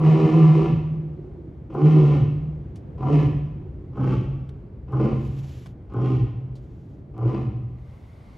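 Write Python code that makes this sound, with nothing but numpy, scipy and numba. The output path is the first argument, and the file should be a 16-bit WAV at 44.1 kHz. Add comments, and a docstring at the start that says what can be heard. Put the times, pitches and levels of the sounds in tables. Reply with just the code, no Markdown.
"""Lion calling in a walled yard

A lion roars twice, the first roar already under way, then grunts five times, far from a hand-held phone.
Heavy vocal folds beat about 140 times a second, strong and weak in turn, into a long throat.
Filtered noise echoes from concrete walls draw out each call. Shaped noise makes the low background with its
distant town rumble, a far moan, cloth rustle and small ticks near the phone; near the end the low
background cross-fades to a brighter one."""
import sys
import numpy as np
from scipy import signal
from scipy.fft import rfft, irfft
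from scipy.io import wavfile
from scipy.ndimage import uniform_filter1d
from numba import njit

SR = 44100
rng = np.random.default_rng(int(sys.argv[2]) if len(sys.argv) > 2 else 0)


def materialize(psi):
    """Save the field psi as 16-bit PCM at rate SR to the path in sys.argv[1].

    A 1-D psi becomes a single channel; in a 2-D psi each row is a channel.
    """
    bounded = np.clip(np.atleast_2d(psi).T, -1, 1)
    quanta = np.round(bounded * 32767).astype(np.int16)
    wavfile.write(sys.argv[1], SR, quanta)


N = 369381

# The seven calls, levels ahead of the mix: t/s, breath length/s, open-mouth ring level/dB,
# breath rasp level/dB, chest rumble level/dB, jaw resonance f/Hz (it wanders about this),
# pitch factor of the low throat resonances, factor of the upper ones, trim of the throat growl level/dB
CALLS = [(-.1, 0.76, -30, -41, -37.5, 315, 1.0, 0.98, -4),
         (1.702, 0.46, -33.5, -43.5, -31, 300, 0.99, 1.011, -2.5),
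         (2.981, 0.23, -31.5, -41, -29.5, 296, 0.99, .98, -2),
         (3.931, .2, -35, -45, -33, 293, 0.88, 1.063, 1), (4.883, .23, -35.5, -47, -31, 295, .87, 1.01, -3),
         (5.898, .26, -38, -48.5, -36, 303, 0.76, 1.057, -4),
         (7.14, 0.26, -38.5, -51, -39.5, 302.5, 0.89, .99, -2.5)]
# Voice and its first echoes through each call, with the dips where echoes beat, one list a call:
# t/s, beat rate of the folds f/Hz, boom level/dB, throat growl level/dB (ahead of its trim)
VOICES = [
    [(0.0, 154.9, -21.5, -25), (0.092, 154.6, -9.5, -20.5), (0.214, 158.2, -22, -20.5),
     (0.26, 156.4, -13, -25), (0.282, 153.9, -33.5, -26.5), (0.356, 162.2, -13.5, -22.5),
     (0.476, 157.5, -9, -29.5), (0.632, 156.3, -20.5, -20.5), (0.668, 162.3, -30, -28),
     (0.75, 160.3, -16.5, -31.5), (0.816, 152.3, -27, -40.5), (0.95, 157.2, -24.5, -40)],
    [(1.7, 144, -51, -37.5), (1.772, 140.8, -25.5, -26.5), (1.808, 147.7, -28.5, -33.5),
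     (1.83, 148.7, -15.5, -23), (1.87, 150.4, -10, -22.5), (1.926, 153.3, -14, -28), (2.0, 150.4, -11, -22),
     (2.056, 145.6, -14, -27.5), (2.19, 145.9, -17.5, -27), (2.36, 147.4, -25, -44),
     (2.42, 156.4, -31, -38), (2.45, 154, -26, -40.5)],
    [(2.97, 136, -48, -42.5), (3.008, 133.3, -35, -34.5), (3.062, 134.3, -18, -31),
     (3.104, 145.4, -26.5, -21.5), (3.136, 147, -13, -24), (3.316, 148.8, -24.5, -32),
     (3.422, 144.6, -24, -49), (3.5, 151.1, -33, -44)],
    [(3.92, 133.9, -38, -45), (3.954, 129.4, -42, -37), (4.008, 129.8, -21.5, -25.5),
     (4.18, 130.9, -23, -29.5), (4.236, 128, -34, -36.5), (4.288, 137.6, -26, -40.5),
     (4.43, 134.9, -32, -48.5), (4.45, 136, -38.5, -41)],
    [(4.87, 133.2, -40.5, -51), (4.906, 133.1, -43, -34.5), (4.95, 130.4, -20.5, -27),
     (5.058, 131.8, -23, -16), (5.11, 131.2, -40.5, -32.5), (5.132, 132.4, -17, -28.5),
     (5.166, 133.8, -28.5, -42), (5.4, 136.4, -31, -45.5)],
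    [(5.88, 116.8, -61, -53), (5.968, 115.9, -25.5, -21), (6.024, 128.4, -21, -21.5),
     (6.194, 128.3, -19, -31), (6.284, 126.9, -31, -47.5), (6.354, 117, -32.5, -47.5),
     (6.414, 130.7, -32.5, -53.5), (6.45, 131.1, -31, -48)],
    [(7.12, 116.4, -49.5, -50), (7.17, 116.8, -37, -35.5), (7.258, 121.2, -16, -25),
     (7.336, 129.6, -31.5, -28), (7.49, 128.8, -24, -37.5), (7.514, 132.8, -48.5, -44),
     (7.552, 122.3, -27, -47), (7.66, 122.5, -32.5, -49)],
]
CREAK_S = 0.065  # slow single beats that open every call but the first


def undb(db):
    """Gain of a dB value."""
    return 10 ** (np.asarray(db) / 20)


def seconds():
    """Time of every sample."""
    return np.arange(N) / SR


def level(x, db):
    """Scale to an rms level."""
    return x * undb(db) / np.sqrt(np.mean(x ** 2))


def curve(rows, k, off=None):
    """Column k of a table over time."""
    rows = np.array(rows)
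    return np.interp(seconds(), rows[:, 0], rows[:, k], off, off)


def on_log(rows, hz):
    """A (f/Hz, value) table read on a log frequency axis."""
    rows = np.array(rows)
    return np.interp(np.log(hz), np.log(rows[:, 0]), rows[:, 1])


def fade(start, end, edge_s=0.042):
    """1 from start to end, with soft edges outside."""
    s = seconds()
    return np.clip(np.minimum(s - start + edge_s, end + edge_s - s) / edge_s, 0, 1)


def release(after_s, db_per_s):
    """Gain 1 that starts to die away at a given time."""
    return undb(-db_per_s * np.maximum(seconds() - after_s, 0))


def walk(rate):
    """Random levels held 1 / rate s and slewed twice; spread near 1."""
    k = int(SR / rate)
    steps = np.repeat(rng.standard_normal(N // k + 1), k)
    return 1.3 * uniform_filter1d(uniform_filter1d(steps, k), k)[:N]


def colour(x, rows):
    """Shape a sound by a (f/Hz, level/dB) table."""
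    hz = np.fft.rfftfreq(len(x), 1 / SR) + 1
    return irfft(rfft(x) * undb(on_log(rows, hz)), len(x))


def band(x, hz, width):
    """One fixed resonance, gain 1 at its centre."""
    return signal.lfilter(*signal.iirpeak(hz, hz / width, SR), x)


@njit
def glide(x, hz, width):
    """State-variable band-pass whose centre moves."""
    y, b, l = np.empty(len(x)), 0., 0.
    for i in range(len(x)):
        g = np.tan(np.pi * hz[i] / SR)
        k = width / hz[i]
        v = (b + g * (x[i] - l)) / (1 + g * (g + k))
        b = 2 * v - b
        l = l + 2 * g * v
        y[i] = k * v
    return y


def steep_glide(x, hz, width, second_width):
    """Two moving band-passes in a row, for steeper skirts."""
    return glide(glide(x, hz, width), hz, second_width)


def sine(hz):
    """A tone of rms 1 that follows a pitch curve."""
    return np.sqrt(2) * np.sin(2 * np.pi * np.cumsum(hz) / SR)


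def ring(x, modes, stretch):
    """Sum of steep resonances, neighbours in opposite sign, all moved by one factor."""
    out = 0
    for k, (hz, width, db) in enumerate(modes):
        part = level(steep_glide(x, hz * stretch, 1. * width, 1.57 * width), 0)
        out = out + (-1) ** k * undb(db) * part
    return level(out, 0)


def per_call(values):
    """One value a call, taken up just before the call starts."""
    starts = [call[0] - CREAK_S for call in CALLS]
    return np.asarray(values)[np.maximum(np.searchsorted(starts, seconds()) - 1, 0)]


def breath(shape, column):
    """Attack, hold and release of every call at the level in one column of CALLS."""
    start_db, jump_s, jump_db, full_s, end_db, db_per_s = shape
    out = 0
    for call in CALLS:
        start, end = call[0], call[0] + call[1]
        full = min(start + full_s, end - .01)
        rows = [(start, start_db), (start + jump_s, jump_db), (full, 0), (end, end_db)]
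        gain = undb(curve(rows, 1) + call[column])
        out = out + fade(start, N / SR, .006) * gain * release(end, db_per_s)
    return out


def boom():
    """The beat rate sits on the lowest resonance, so it booms; noise in the chest rumbles below it."""
    boom_release = 63  # dB per s: the boom rings on among the walls
    echo_db, late_echo_db = -16, -7.5  # echo tone against the boom, during the breath and after it
    chest_rest_db, chest_rise_s, chest_lag_s, chest_release = -44, 0.39, 0.036, 32.5  # release in dB per s
    hz = curve(sum(VOICES, []), 1)
    gain = sum(fade(voice[0][0], N / SR) * undb(curve(voice, 2)) * release(voice[-1][0], boom_release)
               for voice in VOICES)
    # echoes of a slightly lower pitch beat against the tone
    breathing = sum(fade(call[0], call[0] + call[1], .06) for call in CALLS)
    echo_gain = undb(late_echo_db + (echo_db - late_echo_db) * breathing)
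    tone = sine(hz * (1 + 0.007 * walk(25))) + echo_gain * sine(hz - 15 + 3 * walk(5))
    noise = rng.standard_normal(N)
    chest = undb(chest_rest_db)
    for call in CALLS:  # the rumble peaks after the breath and lingers
        top = call[0] + call[1] + chest_lag_s
        swell = fade(top, N / SR, chest_rise_s) ** 2
        chest = chest + swell * undb(call[4]) * release(top, chest_release)
    rumble = level(band(band(noise, 57, 35), 94, 120), 0) * chest
    smear = level(glide(glide(noise, 1.0 * hz, 39.0), 0.89 * hz, 52.0), -17.5)
    return gain * (tone + smear) + rumble, hz, gain


def growl():
    """Level of the throat growl, cut short when the breath ends."""
    out = 0
    for call, voice in zip(CALLS, VOICES):
        gain = undb(curve(voice, 3) + call[8])
        out = out + fade(call[0], N / SR, .01) * gain * release(call[0] + call[1], 130.5)  # dB per s
    return out


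def folds(hz, rough):
    """One closure a beat, strong and weak in turn, uneven when rough, each followed by a puff of air."""
    creak_hz, weak_db = 44, -5
    s = seconds()
    creak = sum((s > call[0]) & (s < call[0] + CREAK_S) for call in CALLS[1:]) > 0
    hz = np.where(creak, creak_hz, hz)
    phase = np.cumsum(hz * (1 + .15 * rough * walk(60))) / SR
    for call in CALLS[1:]:  # a call opens with a closure
        i = int(call[0] * SR)
        phase[i:] += -phase[i - 1] % 1
    cycle = phase.astype(int)
    uneven_db = 5 * rough * rng.standard_normal(N)[cycle]
    size = undb(uneven_db + weak_db * (cycle % 2) * ~creak)
    pulses = np.diff(cycle, prepend=0) * size / hz ** 0.37
    puff_shape = .7 + np.exp(-(phase % 1) / .3)
    puff = np.sqrt(size) * puff_shape * rng.standard_normal(N)
    return level(pulses, 0), level(puff, 0)


def roar(hz, throat):
    """Fold pulses and puffs through the throat; higher resonances are fed more by the air."""
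    # per call: 0 clear folds to 1 all noise, in the low throat
    roughness = [.3, .35, .4, .7, .62, .6, .65]
    # throat resonances: f/Hz, width/Hz, level/dB within the group; Hz ahead of the call's pitch factor
    low_modes = [(227, 64, -5.5), (400, 194, -7.5), (490.8, 116, -5)]
    mid_modes = [(760.7, 61, -1), (1012.4, 85, -5), (1186, 85, -7), (1396, 150, -15)]
    high_modes = [(1755, 100, -5), (2118, 390, -1), (2587, 290, -2.5), (3000, 440, -3), (3880, 1000, -11),
                  (5080, 2800, -9.5)]
    # breath shape of the open-mouth ring: level/dB at start, first jump t/s, level/dB after it,
    # full t/s, level/dB as breath ends, release dB/s; times from the start of the call
    ring_shape = (-17.5, .04, -9.5, -0.14, -3, 197.5)
    # breath shape of the rasp: same columns
    rasp_shape = (-23, 0.1465, -4, -0.05, -3.5, 113)
    rough = per_call(roughness)
    pulses, puff = folds(hz, rough)
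    gains = [throat, breath(ring_shape, column=2), breath(rasp_shape, column=3)]
    groups = [(low_modes, 0), (mid_modes, .1), (high_modes, .72)]  # with extra share of air
    out, columns = 0, np.array(CALLS).T
    for k, (modes, airy) in enumerate(groups):
        share = np.clip(rough + airy, 0, 1)
        drive = np.sqrt(1 - share) * pulses + np.sqrt(share) * puff
        pitch_factor = per_call(columns[6 + min(k, 1)])
        voice = ring(drive, modes, pitch_factor * (1 + 0.035 * rough * walk(9)))
        if k == 0:  # the jaw moves the second resonance
            jaw_hz = per_call(columns[5]) * (1 + 0.044 * walk(4.6))
            voice = voice + level(steep_glide(drive, jaw_hz, 99.0, 130.0), 0.017)
        out = out + voice * gains[k]
    return out


def overtones(hz):
    """Harmonics 4 to 6 of the strong-weak pair swell and fade where the folds beat evenly."""
    # moments of even beating: t/s, length/s, 4th harmonic level/dB, 5th level/dB, 6th level/dB;
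    # a random flicker moves about these levels
    even_moments = [(0, 0.17, -31.5, -31.5, -44.5), (0.102, 0.18, -40.5, -25, -46),
                    (0.267, 0.2, -23, -30.5, -35.5), (0.555, 0.1, -33, -28, -36.5),
                    (1.758, 0.14, -29, -30.5, -37.5), (1.94, 0.12, -31.5, -25, -33),
                    (2.111, .18, -33.5, -36, -45), (3.078, 0.11, -24.5, -42, -32.5),
                    (3.192, 0.18, -27.5, -43, -47), (5.995, .28, -37.5, -36.5, -37.5)]
    flicker_db = 2
    s, out = seconds(), 0
    pair_hz = hz / 2 * (1 + .004 * walk(30))
    for k in range(3):
        gain = 0
        for row in even_moments:
            progress = np.clip((s - row[0]) / row[1], 0, 1)
            gain = gain + np.sqrt(np.abs(np.sin(np.pi * progress))) * undb(row[k + 2])
        out = out + sine((k + 4) * pair_hz) * gain * undb(flicker_db * walk(17))
    return out


def walls(x):
    """Dense echoes off the concrete, each band of noise dying at its own rate."""
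    # echo bands: f/Hz, t60/s, level/dB (relative)
    echo_bands = [(244, 0.77, -1.8), (535, 0.5, -2.9), (920, 1.1, -5), (2700, 0.88, 5.5), (5000, 0.53, 3.5),
                  (8000, 1.5, -8)]
    s = np.arange(2 * SR) / SR
    tail = 0
    for hz, t60, db in echo_bands:
        noise = band(rng.standard_normal(len(s)), hz, 0.75 * hz) / np.sqrt(hz * t60)
        tail = tail + noise * undb(db - 60 * s / t60)
    tail = tail * np.clip(s / 0.012, 0, 1)
    return signal.fftconvolve(x, tail / np.sqrt(np.sum(tail ** 2)))[:N]


def air():
    """Half-octave noise bands, moving partly together and partly alone, shaped into two backgrounds."""
    # spectrum of the low background, with the distant town: f/Hz, level/dB (relative, per Hz)
    low_tone = [(25, -37), (60, 2), (130, 11), (220, -1.5), (350, -1.5), (600, -15.5), (1000, -27),
                (2500, -41), (4500, -53.5), (9000, -67), (14000, -70.5)]
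    # level of the low background, with the roars' lingering low echo: t/s, level/dB
    low_level = [(0, 4), (1.601, -3.5), (2.9, 0.5), (3.9, -3.5), (5.8, -7), (7, -4.5), (7.699, -6.5),
                 (8.1, -31.5)]
    # spectrum of the brighter background: f/Hz, level/dB (relative, per Hz)
    bright_tone = [(25, -21), (60, -4.5), (150, -4.5), (300, -15.5), (600, -20), (1200, -27.5),
                   (1700, -37.5), (2080, -26.5), (2500, -37), (4000, -40), (8000, -50.5), (14000, -55.5)]
    # fade-in of the brighter background, the other half of the cross-fade near the end: t/s, level/dB
    bright_fade = [(7.651, -27), (7.899, -10), (8.1, -9), (8.38, -6.5)]
    out, shared = 0, walk(1.9)
    for hz in 35 * 2 ** np.arange(0, 9, .5):
        flutter = undb(0.94 * shared + 1.0 * walk(4.9))
        out = out + flutter * band(rng.standard_normal(N), hz, hz / 3)
    low = level(colour(out, low_tone), -38) * undb(curve(low_level, 1))
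    bright = level(colour(out, bright_tone), -40.5) * undb(curve(bright_fade, 1))
    return low + bright


def sag(hz, gain):
    """The folds slacken as a call ends: the pitch slides down under the ringing boom."""
    sag_hz, sag_s, sag_db = 105.5, 0.12, -1  # pitch reached, time taken, level against the boom
    s, out = seconds(), 0
    for call in CALLS:
        end = call[0] + call[1]
        gone = np.clip((s - end) / sag_s, 0, 1)
        boom_gain = gain[int((end + sag_s / 2) * SR)]
        out = out + sine(hz + (sag_hz - hz) * gone) * np.sin(np.pi * gone) * boom_gain * undb(sag_db)
    return out


def moan():
    """A breathy wavering tone from far off: noise through a narrow moving band."""
    # faint moans: t/s, length/s, f/Hz (it wavers about this), level/dB
    moans = [(1.007, 0.53, 334, -45), (3.542, 0.31, 342, -48.5), (4.517, 0.21, 375, -53)]
    path_hz = np.interp(seconds(), [row[0] for row in moans], [row[2] for row in moans])
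    hz = path_hz * (1 + .06 * walk(7.4))
    tone = level(steep_glide(rng.standard_normal(N), hz, 50.0, 73.0), 0)
    return tone * sum(fade(t, t + length, 0.073) * undb(db) for t, length, _, db in moans)


def hands():
    """Cloth brushes near the phone; small ticks of the grip, each with a duller knock of the case."""
    # cloth brushes: t/s, length/s, level/dB
    rustles = [(5.22, .42, -61), (6.62, 0.33, -76.5)]
    # spectrum of the cloth: f/Hz, level/dB (relative, per Hz)
    cloth_tone = [(300, -9), (1000, -3), (3000, 1.5), (4500, -4.5), (7500, -7), (9000, -31), (11000, -9),
                  (15500, -30)]
    # ticks: t/s, peak level/dB, centre f/Hz, width/Hz, t60/s
    ticks = [(2.7573, -48, 2770, 3800, 0.1), (4.491, -43, 1700, 2170, 0.04),
             (5.659, -39.5, 900, 1970, 0.062), (5.666, -49, 2500, 6000, 0.039),
             (6.554, -53, 3800, 3000, 0.14), (7.785, -57, 2010, 796, .04)]
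    out = level(colour(rng.standard_normal(N), cloth_tone), 0) * undb(1.6 * walk(60))
    out = out * sum(fade(t, t + length, 0.1) * undb(db) for t, length, db in rustles)
    s = np.arange(SR // 10) / SR
    for t, db, hz, width, t60 in ticks:
        noise = rng.standard_normal(len(s))
        click = level(steep_glide(noise, hz + 0 * s, 1. * width, 2. * width), 0)
        knock = level(band(noise, 800, 900), -7.5)
        burst = (click + knock) * undb(-60 * s / t60) * np.clip(s / 0.0009, 0, 1)
        i = int(t * SR)
        out[i:i + len(s)] += burst * undb(db) / np.abs(burst).max()
    return out


def scene():
    """Mid from every source; side from separate echoes and air plus delayed near sounds, narrow in the bass."""
    # gain of the side channel: f/Hz, level/dB
    side_gain = [(60, -19), (125, -23.5), (250, -14.5), (700, -6.5), (1500, -1), (3000, -15), (6000, -20.5),
                 (9000, 3.5), (13000, -7.5)]
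    # left minus right of the mid: f/Hz, level/dB
    left_lean = [(60, 0), (250, -1.8), (500, 2), (800, 1), (1500, 1.5), (3000, 0)]
    wet_db, dry_db = -10.5, -3  # voice by way of the walls, and direct
    low, hz, gain = boom()
    throat = growl()
    clear = overtones(hz)
    voice = roar(hz, throat)
    far = [undb(wet_db) * walls(voice + undb(-12) * clear) + air() for _ in range(2)]
    near = low + sag(hz, gain) + clear + moan() + hands()
    mid = undb(dry_db) * voice + far[0] + near
    side = colour(far[1] + np.roll(near, 60), side_gain)  # 60 samples late
    channels = []
    for way in (1, -1):  # left, right
        half_lean = [(f, way * db / 2) for f, db in left_lean]
        channels.append(colour(mid, half_lean) + way * side)
    return np.array(channels)


def record(dry):
    """The phone's microphone drops the deepest bass and cuts the top."""
    low_cut = signal.butter(3, 42, "high", fs=SR, output="sos")
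    top_cut = signal.ellip(8, .2, 70, 15700, fs=SR, output="sos")
    return signal.sosfilt(top_cut, signal.sosfilt(low_cut, dry))


dry = scene()
out = record(dry)
materialize(out)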